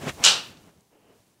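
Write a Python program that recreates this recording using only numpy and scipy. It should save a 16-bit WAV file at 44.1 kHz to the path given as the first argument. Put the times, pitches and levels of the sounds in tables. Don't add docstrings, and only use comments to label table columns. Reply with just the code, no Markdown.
import sys
import numpy as np
from scipy import signal
from scipy.fft import rfft, irfft
from scipy.io import wavfile
from scipy.ndimage import uniform_filter1d

SR = 44100
rng = np.random.default_rng(int(sys.argv[2]) if len(sys.argv) > 2 else 0)


def to_wav(sig):
    pcm = np.clip(np.atleast_2d(sig), -1, 1) * 32767
    pcm = np.round(pcm).astype(np.int16)
    wavfile.write(sys.argv[1], SR, pcm.T)


N = 61739
T = np.arange(N) / SR
HIT_S = .2385



def from_db(db):
    return 10 ** (np.asarray(db) / 20)


def rms_one(x):
    return x / np.sqrt(np.mean(x ** 2) + 1e-20)


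def at_hz(points, hz, axis=1):
    p = np.array(points)
    return np.interp(np.log(hz + 1), np.log(p[:, 0]), p[:, axis])


def level(curve):
    return from_db(np.interp(T, *np.transpose(curve)))


def noise(spectrum):
    hz = np.fft.rfftfreq(N, 1 / SR)
    coloured = rfft(rng.standard_normal(N)) * from_db(at_hz(spectrum, hz))
    return rms_one(irfft(coloured, N))


def lowpass(x, hz):
    return signal.sosfilt(signal.butter(2, hz, fs=SR, output="sos"), x)


def decay(start_s, t60_s, build_s=0.00038):
    age = np.maximum(T - start_s, 0)
    return (1 - np.exp(-age / build_s)) * from_db(-60 * age / t60_s)


def tick(start_s, level_db, centre_hz, t60_s, q=2.3):
    resonance = signal.iirpeak(centre_hz, q, fs=SR)
    burst = signal.lfilter(*resonance, rng.standard_normal(N))
    burst = rms_one(lowpass(burst, centre_hz * 0.86))
    return from_db(level_db) * burst * decay(start_s, t60_s)


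# pitch_hz, level_db
CRACK_COLOUR = [(40,-55.5),(150,-36),(600,-27.5),(1300,-9),(2100,-12),(2900,0),(4000,-2.5),(5200,-4.5),(7500,-5),(9500,-15),(15500,-30)]
# delay_s after the hit, level_db relative to CRACK_DB, top_edge_hz
CRACK_ARRIVALS = [(0.0,0,12000),(.0065,-3,10000),(.0215,.5,6000),(.025,0,9000),(.0325,2,3800),(.0448,0,5200),(.058,-7,6000)]
CRACK_DB, CRACK_BUILD_S, CRACK_T60_S = -6, .0012, .028
SNAP_S, SNAP_DB, SNAP_HZ, SNAP_T60_S = .2497, 2, 7400, .007


def crack():
    out = 0
    for delay_s, level_db, top_edge_hz in CRACK_ARRIVALS:
        burst = noise(CRACK_COLOUR) * decay(HIT_S + delay_s, CRACK_T60_S, CRACK_BUILD_S)
        out = out + from_db(CRACK_DB + level_db) * lowpass(burst, top_edge_hz)
    return out + tick(SNAP_S, SNAP_DB, SNAP_HZ, SNAP_T60_S)


# pitch_hz, level_db relative to RING_DB, t60_s
RING_MODES = [(1357,-9,.12),(1461,-13,.3),(2788,-6,.27),(2899,1,.28),(2990,-2,.3),(3045,-4,.33),(3572,-6,.24),(3882,-4,.3),(4075,-3,.25),(4467,-6,.22),(4563,-4,.27),(5320,-4,.22),(6935,-7,.19),(7801,-7,.18)]
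RING_DB, RING_BUILD_S = -20.5, .016


def head_ring():
    out = 0
    for pitch_hz, level_db, t60_s in RING_MODES:
        mode = np.sin(2 * np.pi * (pitch_hz * T + rng.random()))
        out = out + from_db(RING_DB + level_db) * decay(HIT_S, t60_s, RING_BUILD_S) * mode
    return out


# pitch_hz, level_db, t60_s
BAY_REVERB = [(30,-41.5,1.0),(170,-22,0.96),(263,-23.5,.85),(550,-12.5,0.43),(950,-11,.45),(1400,-5.5,0.39),(2100,-13.5,.42),(2897,4,.35),(3300,-1,.35),(4030,1,.34),(5000,-1.5,.33),(7700,-4,0.24),(9700,-20,0.32),(15600,-36,.33)]
BAY_DB, BAY_BUILD_S = -6, 0.024
LATE_DB, LATE_T60_S = -44.5, .9


def bay(edge_count=26):
    spectrum = rfft(noise([row[:2] for row in BAY_REVERB]))
    hz = np.fft.rfftfreq(N, 1 / SR)
    edges = np.geomspace(30, 17000, edge_count)
    late = from_db(LATE_DB) * decay(HIT_S, LATE_T60_S, BAY_BUILD_S)
    out = 0
    for low, high in zip(edges, edges[1:]):
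        band = irfft(spectrum * (hz >= low) * (hz < high), N)
        t60_s = at_hz(BAY_REVERB, np.sqrt(low * high), axis=2)
        early = from_db(BAY_DB) * decay(HIT_S, t60_s, BAY_BUILD_S)
        out = out + band * np.hypot(early, late)
    return out


# pitch_hz, level_db
SCREEN_COLOUR = [(30,-41.5),(250,-17),(480,0.5),(750,-5.5),(1400,0),(2500,-20),(8000,-40)]
SCREEN_S, SCREEN_DB, SCREEN_T60_S = .260, -26.5, 0.32


def screen():
    return from_db(SCREEN_DB) * noise(SCREEN_COLOUR) * decay(SCREEN_S, SCREEN_T60_S, build_s=0.002)


# start_s, level_db
RUSH_LEVEL = [(0,-46),(.022,-36),(.058,-39.5),(.074,-24.5),(.092,-33),(.125,-53),(.165,-52.5),(.207,-39),(.235,-45.5),(.3,-61),(.4,-76.5)]
# pitch_hz, level_db
RUSH_COLOUR = [(25,-28.5),(65,-14),(140,0.5),(400,-4),(800,-8),(1300,-17.5),(3000,-35.5),(12000,-53.5)]
# start_s, level_db
SWISH_LEVEL = [(0,-55),(.025,-43),(.055,-43),(.095,-29.5),(.118,-49),(.14,-60.5),(.185,-54.5),(.222,-45),(.236,-27.5),(.26,-61.5),(.35,-92.5)]
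# pitch_hz, level_db
SWISH_COLOUR = [(150,-14.5),(700,-5.5),(1300,0),(2300,1.5),(3300,-2.5),(4500,-10),(7500,-10.5),(10000,-19.5),(15500,-28.5)]
# start_s, level_db
PASS_LEVEL = [(.15,-66),(.185,-45),(.21,-42.5),(.228,-42),(.26,-77.5)]
# pitch_hz, level_db
PASS_COLOUR = [(150,-17),(400,-4),(800,0),(1050,-5.5),(1300,-15.5),(4000,-21.5),(12000,-29)]


def swing():
    rush = level(RUSH_LEVEL) * noise(RUSH_COLOUR)
    swish = level(SWISH_LEVEL) * noise(SWISH_COLOUR)
    passing_head = level(PASS_LEVEL) * noise(PASS_COLOUR)
    return rush + swish + passing_head


# start_s, level_db
RUB_LEVEL = [(.1,-54.5),(.3,-76),(.5,-50.5),(.6,-57.5),(.69,-52.5),(.725,-64.5),(.79,-63),(.885,-79),(.925,-68.5),(1.12,-62.5),(1.2,-66.5),(1.4,-72.5)]
# pitch_hz, level_db
RUB_COLOUR = [(25,-26.5),(80,-1.5),(160,2.5),(450,-4),(900,-9),(1600,-16),(3000,-19),(4000,-30),(12000,-44)]
# start_s, level_db
SLIDE_LEVEL = [(.88,-91),(.93,-61),(1.0,-65.5),(1.105,-58),(1.19,-68.5),(1.3,-86)]
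# pitch_hz, level_db
SLIDE_COLOUR = [(100,-17.5),(250,-3.5),(450,1),(900,-9.5),(1300,-16.5),(2200,-19.5),(3000,-14),(3500,-27.5),(9000,-42)]
# start_s, level_db
RUSTLE_LEVEL = [(.14,-52),(.3,-61),(.47,-54),(.55,-65),(.68,-64),(.73,-71.5),(.88,-75),(1.05,-77.5),(1.2,-68.5),(1.4,-75.5)]
# pitch_hz, level_db
RUSTLE_COLOUR = [(500,-8),(2000,-3.5),(6000,2.5),(9000,-1.5),(15500,-8)]
# start_s, level_db, centre_hz
SMALL_TICKS = [(.5717,-46,3900),(.775,-62,6000),(.8072,-55,8000)]
TICK_T60_S = .015


def follow_through(grain_db=2.0):
    flicker = rms_one(uniform_filter1d(rng.standard_normal(N), size=60))
    grains = rms_one(from_db(grain_db * flicker))
    rub = level(RUB_LEVEL) * noise(RUB_COLOUR)
    slide = level(SLIDE_LEVEL) * noise(SLIDE_COLOUR)
    rustle = level(RUSTLE_LEVEL) * noise(RUSTLE_COLOUR) * grains
    ticks = sum(tick(*row, TICK_T60_S) for row in SMALL_TICKS)
    return rub + slide + rustle + ticks


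# start_s, level_db, pitch_hz
FOOT_BUMPS = [(0.092,-35,66),(.088,-31,135),(0.137,-38,82),(0.178,-44,79),(.198,-41,62.4),(0.337,-42,142),(0.502,-42.5,103.5),(0.611,-50,75.1),(0.644,-58,124),(.755,-57,162),(.78,-51,185),(1.194,-52.5,104)]
BUMP_T60_S = 0.1


def feet():
    thumps = 0
    for start_s, level_db, pitch_hz in FOOT_BUMPS:
        tone = np.sin(2 * np.pi * pitch_hz * (T - start_s))
        thumps = thumps + from_db(level_db) * decay(start_s, BUMP_T60_S, build_s=0.0032) * tone
    return lowpass(thumps, 400)


# pitch_hz, level_db
FLOOR_COLOUR = [(25,-14.5),(120,1.5),(400,-6.5),(1200,-15.5),(4000,-18.5),(10000,-18.5),(15500,-22.5)]
FLOOR_DB = -69


def room_hiss():
    return from_db(FLOOR_DB) * noise(FLOOR_COLOUR)


def scene():
    shot = crack() + head_ring() + bay() + screen()
    golfer = swing() + follow_through() + feet()
    return (shot + golfer + room_hiss())[None]


CUTOFF_HZ = 15700


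def record(dry):
    overloaded = np.clip(dry, -.92, .92)
    top_cut = signal.ellip(10, .1, 70, CUTOFF_HZ, fs=SR, output="sos")
    return signal.sosfilt(top_cut, overloaded)


dry = scene()
out = record(dry)
to_wav(out)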